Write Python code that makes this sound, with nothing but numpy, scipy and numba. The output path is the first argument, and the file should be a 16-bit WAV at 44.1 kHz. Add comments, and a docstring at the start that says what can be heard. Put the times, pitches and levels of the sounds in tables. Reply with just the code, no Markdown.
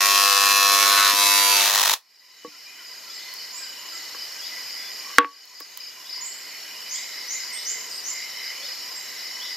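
"""At a workbench open to a garden, a mains engraver hammers its tip into a wooden board 100 times a second,
chatters freely when lifted, and stops. The board is bumped, knocked and rubbed on the bench, and a plastic
stencil ticks as it is put down. Outside, crickets chirp with their wings, frogs trill and birds whistle;
the camera's gain control pushes them down under each loud sound and lets them swell back."""
import sys
import numpy as np
from scipy import signal
from scipy.fft import rfft, irfft
from scipy.io import wavfile
from numba import njit

SR = 44100
rng = np.random.default_rng(int(sys.argv[2]) if len(sys.argv) > 2 else 0)


def inscribe(sig):
    """Save sig as 16-bit PCM at rate SR to the path in sys.argv[1].

    A 1-D sig is mono; a 2-D sig holds one channel per row.
    Samples are clipped to [-1, 1] before scaling.
    """
    pcm = np.round(np.clip(np.atleast_2d(sig).T, -1, 1) * 32767)
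    wavfile.write(sys.argv[1], SR, pcm.astype(np.int16))


N = 421596
T = np.arange(N) / SR
SLOW = T[::32]  # clock for slow controls
TOOL_T, RING_T = T[:int(2.3 * SR)], T[:int(.12 * SR)]  # clocks for the tool's run and one stroke's ring
STROKE_HZ = 100
SKIP_BELOW, GRIP_ABOVE, TEAR_ABOVE = 0.268, 0.42, 0.679  # hand pressure (0-1): the tip skips, grips, tears

# Tone of the tip striking wood. Each row: frequency in Hz, gain in dB.
WOOD_TONE = [(60, -68), (150, -46), (300, -18), (500, -14.5), (800, -13.5), (1150, -9), (1600, -12),
             (2200, -6.5), (3000, -7.5), (4000, -6), (5000, -9), (6400, -8.5), (7500, -15), (14000, -14),
             (16000, -34)]


def undb(db):
    return 10 ** (np.asarray(db) / 20)


def unit(x):
    """Scale to rms 1."""
    return x / np.sqrt(np.mean(x ** 2))


def fade(t, t60):
    """A decay that loses 60 dB in t60 seconds."""
    return np.exp(-np.log(1000) * t / t60)


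def ramp(x, start, end):
    """0 at start, 1 at end, flat beyond."""
    return np.clip((x - start) / (end - start), 0, 1)


def walk(rate, t):
    """A random drift with a spread near 1, turning rate times a second."""
    knots = rng.standard_normal(int(t[-1] * rate) + 2)
    return np.interp(t * rate, np.arange(len(knots)), knots)


def throb(hz, unsteady):
    """A sine on the slow clock, its rate drifting."""
    return np.sin(2 * np.pi * np.cumsum(hz * (1 + unsteady * walk(5, SLOW))) * SLOW[1])


def held(control):
    """Hold a slow control over every sample."""
    return np.repeat(control, 32)[:N]


def add(out, s, x):
    """Mix x in at s seconds."""
    i = int(s * SR)
    out[..., i:i + x.shape[-1]] += x[..., :N - i]


def through(x, response):
    """Pass a sound through an impulse response."""
    return signal.oaconvolve(np.atleast_2d(x), np.atleast_2d(response), axes=-1)[:, :x.shape[-1]]


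def butter(x, order, hz, kind):
    return signal.sosfilt(signal.butter(order, hz, kind, fs=SR, output="sos"), x)


def colour(x, points):
    """Minimum-phase EQ through (Hz, dB) points."""
    hz, db = np.transpose(points)
    gain = undb(np.interp(np.log(np.fft.rfftfreq(2048, 1 / SR) + 1), np.log(hz), db))
    cepstrum = irfft(np.log(gain))
    cepstrum[1:1024] *= 2
    cepstrum[1025:] = 0
    return through(x, irfft(np.exp(rfft(cepstrum))))


def ports(pair):
    """Left and right microphone ports from a mid and a side: narrow in the mids, wide in the treble."""
    # Stereo width. Each row: frequency in Hz, side gain in dB.
    width = [(40, 0), (120, -31), (300, -21), (1300, -19), (2100, -28.5), (4400, -8.5), (8000, -1),
             (13000, 2)]
    return pair[0] + colour(pair[1], width) * np.array([[1], [-1]])


def echoes(envelope):
    """A diffuse stereo tail under an envelope."""
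    return ports(rng.standard_normal((2, len(envelope))) * envelope / np.linalg.norm(envelope))


def scatter(envelope):
    """Dense stereo reflections under an envelope, evened out towards a flat spectrum."""
    size = len(envelope)
    limit = 3 * envelope / np.linalg.norm(envelope)
    reflections = rng.standard_normal((2, size)) * envelope
    for _ in range(3):
        spectrum = rfft(reflections, 2 * size)
        reflections = np.clip(irfft(spectrum / np.abs(spectrum))[:, :size], -limit, limit)
    return ports(reflections)


def band(hz, width_hz, size):
    """Two unrelated noises in one steep resonance."""
    section = np.concatenate(signal.iirpeak(hz, hz / width_hz / 1.5, fs=SR))
    return unit(signal.sosfilt([section, section], rng.random((2, size)) - .5))


def clicks(times, sizes):
    """Impulses on the tool's clock, placed finely between the samples."""
    at = np.maximum(times * SR, 8)[:, None]
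    near = at.astype(int) + np.arange(-7, 9)
    shape = np.sinc(near - at) * np.sinc((near - at) / 8)
    return np.bincount(near.ravel(), (sizes[:, None] * shape).ravel(), len(TOOL_T))


def ring(modes, t, damping=1, sag_hz=0, sag_s=0.017):
    """Modes decaying after a blow; the lowest starts sag_hz sharp and sinks, higher ones less so."""
    extra_cycles = sag_hz * sag_s * (1 - np.exp(-t / sag_s))
    out = 0
    for hz, t60, db in modes:
        cycles = hz * t + extra_cycles * (modes[0][0] / hz) ** 2
        out += undb(db) * fade(t, t60 / damping) * np.cos(2 * np.pi * cycles)
    return out


def resonate(strokes, hz, t60):
    """A resonance rung by every stroke while its pitch moves."""
    turn = np.exp(2j * np.pi * np.cumsum(hz) / SR)
    t = T[:SR // 10]
    return unit(np.imag(turn * through(strokes / turn, fade(t, t60) - fade(t, t60 / 3))))


def sweep(length, start_hz, end_hz, waver, bend=1, soft=0.37):
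    """A soft-edged gliding tone; with a bend under 1 it glides fastest at first."""
    t = T[:int(length * SR)]
    hz = (start_hz + (end_hz - start_hz) * (t / length) ** bend) * (1 + waver * walk(303.2, t))
    return np.sin(2 * np.pi * np.cumsum(hz) / SR) * signal.windows.tukey(len(t), soft)


def garden(x, wet_db, t60, pan_db=2):
    """A far call arrives from a little to the right, with echoes from walls and leaves."""
    t = T[:int(.6 * SR)]
    direct = ports(np.array([x, np.roll(x, 3)]))
    tail = through(x, echoes(fade(t, t60) * (1 - 0.15 * fade(t, 0.097))))
    return (direct + undb(wet_db) * tail) * undb(np.array([[-pan_db], [pan_db]]) / 2)


def hand(t):
    """The hand's pressure and what follows from it: contact, glancing and tearing, each 0-1."""
    # The hand digs the tip in, eases off, then lifts it. Each row: time in seconds, pressure from 0 to 1.
    gesture = [(0, 0.41), (.65, 0.47), (.85, 0.79), (.93, 0.83), (1.065, 0.9), (1.105, 0.84), (1.16, 0.26),
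               (1.5, 0.27), (1.61, 0.21), (1.665, 0.18), (1.7, 0.07)]
    pressure = np.interp(t, *np.transpose(gesture))
    contact = ramp(pressure, 0, SKIP_BELOW)
    glancing = contact * ramp(pressure, GRIP_ABOVE, SKIP_BELOW)
    return pressure, contact, glancing, ramp(pressure, TEAR_ABOVE, 1)


def hammering(first_s=.0059, count=194, click_t60=0.021, porch_t60=0.12, porch_db=-8):
    """Stroke times and blows: the tip lands, rattles and rebounds; unloaded, it limps strong-weak."""
    # Contacts within a stroke. Each row: delay as a share of the rebound time, relative level in dB.
    contacts = [(0, -11.5), (0.252, -29), (0.422, -8), (0.999, -11.5), (1.377, -11.5)]
    # Tone of the blows in free air. Each row: frequency in Hz, gain in dB.
    free_tone = [(47, -70), (80, -29), (271, -40), (420, -21), (560, -9), (820, -0.5), (1120, 1),
                 (1490, -10.5), (1860, 0), (2270, -10.5), (2600, -11), (3100, -8.5), (3700, -2.5),
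                 (4650, -7.5), (5000, -8.5), (6030, -7.5), (7000, -10), (8600, -18), (14000, -9.5),
                 (16000, -12)]
    beat = first_s + np.arange(count) / STROKE_HZ
    _, touch, _, tear = hand(beat)
    airborne = ramp(touch, 0.502, 0)
    rebound_ms = (1 - airborne) * (2.65 + 0.174 * beat) + airborne * 1.61  # creeps up along the groove
    skipping = 6.5 * touch * (1 - touch) ** 2
    jitter_ms = 0.0075 + 0.011 * tear + 0.337 * skipping + 0.212 * airborne
    limp_ms = 1.4 * ramp(beat, 1.74, 1.83)
    swing_ms = limp_ms * (-1) ** np.arange(count)
    starts = beat + (swing_ms + 0.25 * limp_ms + jitter_ms * rng.standard_normal(count)) / 1000
    grains_crossed = np.cumsum(6.03 + 14.5 * tear) / STROKE_HZ
    blows = 0
    for share, db in contacts:
        lag_ms = share * (rebound_ms + 0.029 * walk(9.03, beat) + jitter_ms * rng.standard_normal(count))
        uneven_db = (1.76 + 1.6 * airborne) * rng.standard_normal(count)
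        force = undb(db + uneven_db - 1.4 * swing_ms)  # late strokes are weak
        # the wood answers a little differently as the tip moves over the grain
        grain = 0.92 * walk(0.97, grains_crossed)
        for weight in (np.cos(grain), np.sin(grain)):
            response = scatter(fade(RING_T, click_t60)) + undb(porch_db) * echoes(fade(RING_T, porch_t60))
            blows += through(clicks(starts + lag_ms / 1000, weight * force), response)
    _, contact, glancing, tearing = hand(TOOL_T)
    on_wood = np.sqrt(contact) * unit(colour(blows, WOOD_TONE))
    in_air = 0.95 * np.sqrt(1 - contact) * unit(colour(blows, free_tone))
    blows = on_wood + in_air
    extra_treble = undb(0.5 + 3.5 * glancing + 1.7 * tearing) - 1
    return starts, blows + extra_treble * butter(blows, 1, 7000, "high")


def housing_buzz(strokes, contact):
    """Every stroke rings the tool's housing, harder when the tip meets wood."""
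    # Housing modes. Each row: frequency in Hz, t60 in seconds, relative level in dB.
    modes = [(274, 0.03, -16), (504, 0.033, -2), (678, 0.051, -1.5), (1390, 0.02, 7.5), (1914, 0.036, 9.5),
             (2619, 0.12, 7.5), (3910, 0.037, 1)]
    return undb(9) * (0.34 + 0.79 * contact) * unit(through(strokes, ring(modes, RING_T)))


def board_drone(strokes, contact):
    """The strokes drive the board's main resonance, which sinks as the hand eases off."""
    # Path of that resonance. Each row: time in seconds, pitch in Hz.
    pitch_path = [(0, 1100), (1.09, 1100), (1.14, 1025), (1.5, 1020), (1.57, 940), (1.9, 940)]
    hz = np.interp(TOOL_T, *np.transpose(pitch_path))
    return undb(14) * (0.032 + 0.6 * contact) * resonate(strokes, hz, t60=0.027)


def scrape(strokes, gate, contact, tearing, tear_db=16):
    """The cut rasps and the fibres ring, far louder while they tear."""
    # Torn fibres. 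Each row: frequency in Hz, t60 in seconds, relative level in dB.
    modes = [(1273, 0.074, 1.5), (1476, 0.027, 0.5), (1760, 0.011, 1.5), (3634, 0.011, -2.5),
             (4050, 0.019, 2), (4320, 0.009, -6), (4840, .014, -5)]
    fibres = sum(undb(db) * resonate(strokes, hz * (1 + .015 * walk(24.96, TOOL_T)), t60)
                 for hz, t60, db in modes)
    rasp = undb(-2) * gate * ports(band(1600, 1100, len(TOOL_T)))
    return (rasp + fibres) * contact * undb(-1.5 + tear_db * tearing)


def tip_ring(strokes, swell_s=0.14, unfavoured_db=-5, tear_db=-5, detune=0.0023, grain_hz=13.9):
    """The tip's modes swell in turn as the cut curves; the grain detunes them and tearing lowers them."""
    # Modes of the tip and holder. Each row: frequency in Hz, t60 in seconds, relative level in dB under
    # a light hand, the same under a firm hand, time in seconds when the cut's direction favours it most.
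    modes = [(1764, 0.024, -5, 6, 0.54), (1895, 0.044, -1.5, -5, .2), (2605, 0.16, 1, 7.5, .55),
             (2842, 0.091, -1, 5.5, 0.94), (3240, 0.034, 0, -17, .3), (3520, 0.041, -15, 3.5, 1),
             (3630, .08, 0, -6, 0.65), (3900, 0.026, 7.5, -11, .1), (4100, 0.02, -10, 6, .62),
             (4565, 0.03, 9, -11, .05), (4855, 0.021, -11, 6, 0.5), (5450, 0.019, -3, 10.5, 0.079),
             (5850, 0.017, -18, 8.5, .75), (6470, 0.02, 0, 1, 0.73), (6750, 0.043, -8, 2, .05)]
    pressure, contact, _, tearing = hand(TOOL_T)
    firm = ramp(pressure, SKIP_BELOW, GRIP_ABOVE)
    out = 0
    for hz, t60, light_db, firm_db, favoured_s in modes:
        favour = np.exp(-.5 * ((TOOL_T - favoured_s) / swell_s) ** 2)
        cutting_db = firm_db + unfavoured_db * (1 - favour)
        flicker_db = 0.5 * walk(grain_hz, TOOL_T)
        db = light_db + (cutting_db - light_db) * firm + tear_db * tearing + flicker_db
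        out += undb(db) * resonate(strokes, hz * (1 + detune * walk(grain_hz, TOOL_T)), t60)
    return contact ** 2 * out


def tip_skid(strokes, contact):
    """A tiny falling chirp in every stroke, strongest as the tip skids just before leaving the wood."""
    skidding = np.exp(-((contact - 0.88) / 0.11) ** 2)
    chirp = sweep(length=0.0024, start_hz=4710, end_hz=3680, waver=0)
    return undb(13) * skidding * unit(through(strokes, chirp))


def close_up(pair):
    """The tool is so close that the two ports hear its treble less alike."""
    # Width at close range. Each row: frequency in Hz, extra side gain in dB.
    near_width = [(1400, -15.5), (1800, -28), (2200, 19), (2700, 10.5), (4000, 4.5), (5500, 3.5),
                  (7000, -2), (11000, 1), (13200, -1.5), (15000, 6.5)]
    mid, side = (pair[0] + pair[1]) / 2, (pair[0] - pair[1]) / 2
    return mid + colour(side, near_width) * np.array([[1], [-1]])


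def engraver(press_db=5.5):
    """One train of strokes drives the housing, board, fibres and tip; pressing makes it all louder."""
    starts, blows = hammering()
    pressure, contact, _, tearing = hand(TOOL_T)
    _, touch, _, _ = hand(starts)
    strokes = clicks(starts, (0.75 + 0.28 * touch) * undb(0.96 * rng.standard_normal(len(starts))))
    gate = unit(through(strokes, fade(RING_T, 0.055) - fade(RING_T, 0.001)))  # noise pulses with each stroke
    tool = undb(16.5) * blows + housing_buzz(strokes, contact) + board_drone(strokes, contact)
    tool += tip_skid(strokes, contact) + scrape(strokes, gate, contact, tearing)
    grit = unit(colour(ports(rng.standard_normal((2, len(TOOL_T)))), WOOD_TONE))
    tool += undb(4) * (0.5 + 0.9 * contact) * gate * grit + tip_ring(strokes)
    # a small tool radiates little bass; a faint rumble lies under it, stronger when it shakes freely
    tool = butter(tool, 3, 290, "high")
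    rumble = undb(-22 + 9 * (1 - contact)) * gate * ports(band(85, 110, len(TOOL_T)))
    out = np.zeros((2, N))
    add(out, 0, undb(-11.5 + press_db * pressure) * (close_up(tool) + rumble))
    return out


def far_chorus(bed_db=-44, drift_db=3):
    """Distant insects and frogs, each kind pulsing in its own band, over a soft bed of noise."""
    # Outdoor background noise with a steady, high microphone hiss. Each row: frequency in Hz, gain in dB.
    bed_tone = [(30, 4.5), (100, -0.5), (160, -6), (230, -3.5), (380, -1), (800, 0), (1400, 1.5), (2100, 3),
                (2750, 2), (3700, -1), (4400, 0.5), (6000, -16.5), (7500, -0.5), (8500, -9.5),
                (12300, -5.5), (13200, 3), (13900, -3), (14500, -31), (15000, -59.5)]
    # The callers. Each row: pitch in Hz, bandwidth in Hz, level in dB, pulses a second, pulse depth in dB.
    callers = [(1016, 65, -57, 3.9, 6), (1580, 75, -60, 4, 10), (1990, 140, -48, 33, 1.5),
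               (2405, 170, -52.5, 6, 2.5), (2874, 90, -55, 19, 3.5), (3003, 72, -48.5, 33, 0),
               (3500, 190, -63, 9, 5), (3940, 160, -51, 28, 2.5), (4406, 120, -46.5, 29, 3),
               (4940, 145, -43, 27, 0.5), (5290, 570, -46, 47, -2), (5506, 86, -46.5, 21, -1.5),
               (6540, 260, -50.5, 23, 0.5), (6825, 69, -54.5, 17, 5.5)]
    out = held(undb(bed_db + .5 * walk(1.318, SLOW))) * unit(colour(rng.standard_normal((2, N)), bed_tone))
    for hz, width_hz, db, pulse_hz, depth_db in callers:
        pulsing = unit(undb(depth_db * throb(pulse_hz, 0.1506) + drift_db * walk(5, SLOW)))
        out += held(undb(db) * pulsing) * band(hz, width_hz, N)
    return out


def board_knocks(crack_t60=0.017, tail_db=-16, tail_t60=0.15):
    """The board cracks against the bench and rings, duller for a softer contact."""
    # Knocks. Each row: start in seconds, ring gain in dB, crack gain in dB, brightness as a cutoff in Hz,
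    # damping by the hand as a factor (1 is free).
    knocks = [(1.134, 12, -14, 282, 3.9), (2.448, -14.5, -19, 570, 1.64), (2.476, -14, -24, 234, 1),
              (4.147, -43, -21, 1200, 2.3), (5.1837, 2.5, 29, 3550, 0.96), (5.2, -26.5, -8, 2400, 1.3),
              (5.206, -28, -4, 1600, 2), (5.217, -17, -8, 2500, 1.9), (5.2321, -26.5, -5, 2600, 2.5),
              (5.2457, -16, 1, 2100, 2.6), (5.607, -36, -13, 1100, 2.4)]
    # Modes of the free board. Each row: frequency in Hz, t60 in seconds, relative level in dB.
    modes = [(286, 0.19, -12.5), (358, 0.043, -24), (472, 0.15, -3), (620, 0.094, -17.5),
             (890, 0.16, -11.5), (1124, 0.18, 8), (1660, 0.028, -5), (1630, 0.024, 6.5), (2650, 0.031, 3),
             (3360, 0.048, -11)]
    # Tone of wood cracking on the bench. Each row: frequency in Hz, gain in dB.
    crack_tone = [(40, -35), (160, -45), (280, 3), (700, -8.5), (1600, 9), (3000, -1.5), (6000, -18),
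                  (15000, -26.5)]
    out, t = np.zeros((2, N)), T[:SR // 2]
    for s, ring_db, crack_db, bright_hz, damping in knocks:
        crack = colour(scatter(fade(t, crack_t60)) + undb(tail_db) * echoes(fade(t, tail_t60)), crack_tone)
        body = ring(modes, t, damping, sag_hz=50)  # pressed against the bench, it starts sharp
        knock = undb(ring_db) * body + undb(crack_db) * crack / np.abs(crack).max()
        add(out, s, butter(knock, 2, [140, bright_hz], "band"))
    return out


def birds_and_far_frogs(rise_ratio=1.363, rise_s=.084, top_note_hz=7970):
    """A bird's rising whistles, smeared by echoes; short bird peeps and the held notes of distant frogs."""
    # Rising whistles. Each row: start in seconds, starting pitch in Hz, relative level in dB.
    whistle_notes = [(3.18, 3170, -43.5), (3.52, 6500, -36.5), (4.41, 3100, -43), (6.04, 3180, -42),
                     (6.2, 6440, -30), (6.887, 5670, -29), (6.93, 3000, -41.5), (7.274, 5560, -28),
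                     (7.55, 3240, -39.5), (7.645, 5690, -27.5), (8.031, 5580, -29.5), (8.615, 3240, -42),
                     (9.4, 3100, -38)]
    # Bird peeps and frog notes. Each row: start and length in seconds, first and last pitch in Hz,
    # relative level in dB.
    short_calls = [(2.47, 0.041, 2280, 2560, -43), (2.515, 0.044, 1450, 1300, -48),
                   (2.572, 0.059, 2160, 1960, -50), (2.66, 0.051, 2330, 2540, -38.5),
                   (2.776, .06, 1590, 1320, -48), (2.892, 0.046, 1027, 980, -50),
                   (2.915, 0.05, 2000, 1910, -45), (3.058, 0.05, 1400, 1305, -49),
                   (3.093, .035, 3430, 3520, -46), (3.13, 0.06, 7600, 7330, -46),
                   (3.221, 0.12, 2076, 2030, -44.5), (3.442, 0.041, 1890, 2230, -51),
                   (3.499, 0.07, 1042, 1010, -55), (3.6, 0.071, 1670, 1480, -47),
                   (3.659, 0.1, 3000, 2980, -44.5), (3.917, 0.047, 1366, 1310, -48),
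                   (3.932, 0.05, 7350, 7500, -44.5), (3.936, 0.065, 2020, 2030, -42.5),
                   (4.501, .14, 2025, 1940, -43), (4.78, 0.13, 3430, 3500, -50),
                   (7.52, 0.08, 8420, 8340, -38), (7.899, 0.1, 8400, 8160, -47),
                   (8.953, 0.048, 7500, 7470, -41)]
    whistles, calls = np.zeros((2, N))
    for s, start_hz, db in whistle_notes:
        end_hz = min(start_hz * rise_ratio, top_note_hz)
        add(whistles, s, undb(db) * sweep(rise_s, start_hz, end_hz, waver=0.0247, bend=0.99))
    for s, length, start_hz, end_hz, db in short_calls:
        add(calls, s, undb(db) * sweep(length, start_hz, end_hz, waver=0.0082))
    return undb(-4) * garden(whistles, wet_db=4, t60=0.53) + undb(1.5) * garden(calls, wet_db=-4, t60=0.56)


def cricket(spacing_s=.033, stroke_s=.026, high_hz=5220, low_hz=4450, fall_t60=0.12):
    """Three wing strokes a chirp, each falling in pitch as the wing slows."""
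    # A near cricket's chirps. Each row: time of the middle stroke in seconds, level in dB.
    chirps = [(2.61, -37), (2.887, -29.5), (3.137, -29), (3.405, -32.5), (3.665, -30), (3.925, -29.5),
              (4.19, -29.5), (4.44, -28.5), (4.697, -29), (4.955, -34), (5.368, -27), (5.59, -26.5),
              (5.841, -25.5), (6.133, -22), (6.95, -29.5), (7.184, -31.5), (7.439, -28), (7.69, -30),
              (7.95, -28), (8.189, -30), (8.468, -29), (8.69, -28.5), (8.947, -32), (9.229, -32),
              (9.5, -28)]
    out = np.zeros(N)
    for s, db in chirps:
        for k in (-1, 0, 1):
            start_hz = high_hz * (1 + 0.011 * rng.standard_normal())
            stroke = sweep(stroke_s, start_hz, low_hz, waver=0.014, soft=0.43)
            stroke *= fade(T[:len(stroke)], fall_t60)
            add(out, s + k * spacing_s - stroke_s / 3, undb(db + rng.standard_normal()) * stroke)
    return garden(out, wet_db=-0.5, t60=0.18)


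def stencil_ticks(tick_t60=0.0065, tail_db=-14, tail_t60=0.1):
    """The plastic stencil lands in bright ticks, each with a short, noisy echo."""
    # Ticks. Each row: start in seconds, peak level in dB.
    ticks = [(3.339, -10.5), (5.455, -16), (5.602, -7), (5.605, -14), (5.611, -20), (5.774, -5.5),
             (5.775, -10)]
    out, t = np.zeros((2, N)), T[:SR // 2]
    for s, db in ticks:
        click = scatter(fade(t, tick_t60)) + undb(tail_db) * echoes(fade(t, tail_t60))
        tick = colour(click, [(200, -62), (600, 0), (3500, 7), (9000, 2), (14000, 10), (16000, 12.5)])
        add(out, s, undb(db) * tick / np.abs(tick).max())
    return out


def board_rubs(width_hz=60):
    """Friction on hand and bench swells softly in one resonance of the board."""
    # Rubs. Each row: start in seconds, length in seconds, resonance in Hz, level in dB.
    rubs = [(3.752, 0.52, 330, -63), (5.019, 0.16, 1116, -42.5), (7.449, 0.79, 444, -58),
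            (8.501, 0.26, 546, -54.5)]
    out = np.zeros((2, N))
    for s, length, hz, db in rubs:
        size = int(length * SR)
        add(out, s, undb(db) * np.hanning(size) * band(hz, width_hz, size))
    return out


def frog(pitch_hz=2070, width_hz=150, pulse_hz=70, swell_s=0.067, spacing_s=.2):
    """Bouts of short, evenly spaced trills: a throat resonance pulsed quickly."""
    # Bouts. Each row: first trill in seconds, last trill in seconds, level in dB.
    bouts = [(4.56, 4.8, -45.5), (6.22, 6.5, -45.5), (6.98, 7.76, -41.5), (8.21, 8.46, -38),
             (9.27, 9.3, -45.5)]
    swell = 0
    for first, last, db in bouts:
        for s in np.linspace(first, last, round((last - first) / spacing_s) + 1):
            swell += undb(db) * np.exp(-.5 * ((SLOW - s) / swell_s) ** 2)
    pulses = unit(1 + 0.15 * throb(pulse_hz, 0.1))
    return held(swell * pulses) * band(pitch_hz, width_hz, N)


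def late_insect(joins_s=5.8, rise_s=0.61, hz=5510, width_hz=90, db=-48, trill_hz=14, depth_db=6):
    """One more insect joins the chorus with a high, pulsing trill."""
    trill = unit(undb(depth_db * throb(trill_hz, 0.2) + 2.1 * walk(6, SLOW)))
    return held(ramp(SLOW, joins_s, joins_s + rise_s) * undb(db) * trill) * band(hz, width_hz, N)


def scene():
    """The bench work up close, the garden behind it."""
    bench = engraver() + board_knocks() + stencil_ticks()
    calls = cricket() + birds_and_far_frogs()
    return bench + calls + ports(frog() + far_chorus() + late_insect() + board_rubs())


@njit
def ducking(excess_db, attack, release, cut_db):
    """Gain reduction in dB: from cut_db, it jumps up with the excess level and relaxes slowly."""
    out = np.empty(len(excess_db))
    for i in range(len(excess_db)):
        cut_db += max(excess_db[i] - cut_db, 0.) * attack - cut_db * release
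        out[i] = cut_db
    return out


def record(dry, limit_db=-9.5, attack_s=0.0029, release_s=0.58, low_cut_hz=200, top_hz=16000):
    """Gain control ducks under loud sound; what is too fast for it clips. Bass and extreme top are cut."""
    start_cut_db = 28.5  # already ducked by the running tool
    excess_db = 20 * np.log10(np.abs(dry).max(axis=0) + 1e-9) - limit_db
    cut_db = ducking(excess_db, 1 / (attack_s * SR), 1 / (release_s * SR), start_cut_db)
    clipped = np.clip(dry * undb(-cut_db), -1, 1)
    thin = butter(clipped, 2, low_cut_hz, "high")
    return signal.sosfilt(signal.ellip(10, .2, 90, top_hz, fs=SR, output="sos"), thin)


dry = scene()
out = record(dry)
inscribe(out)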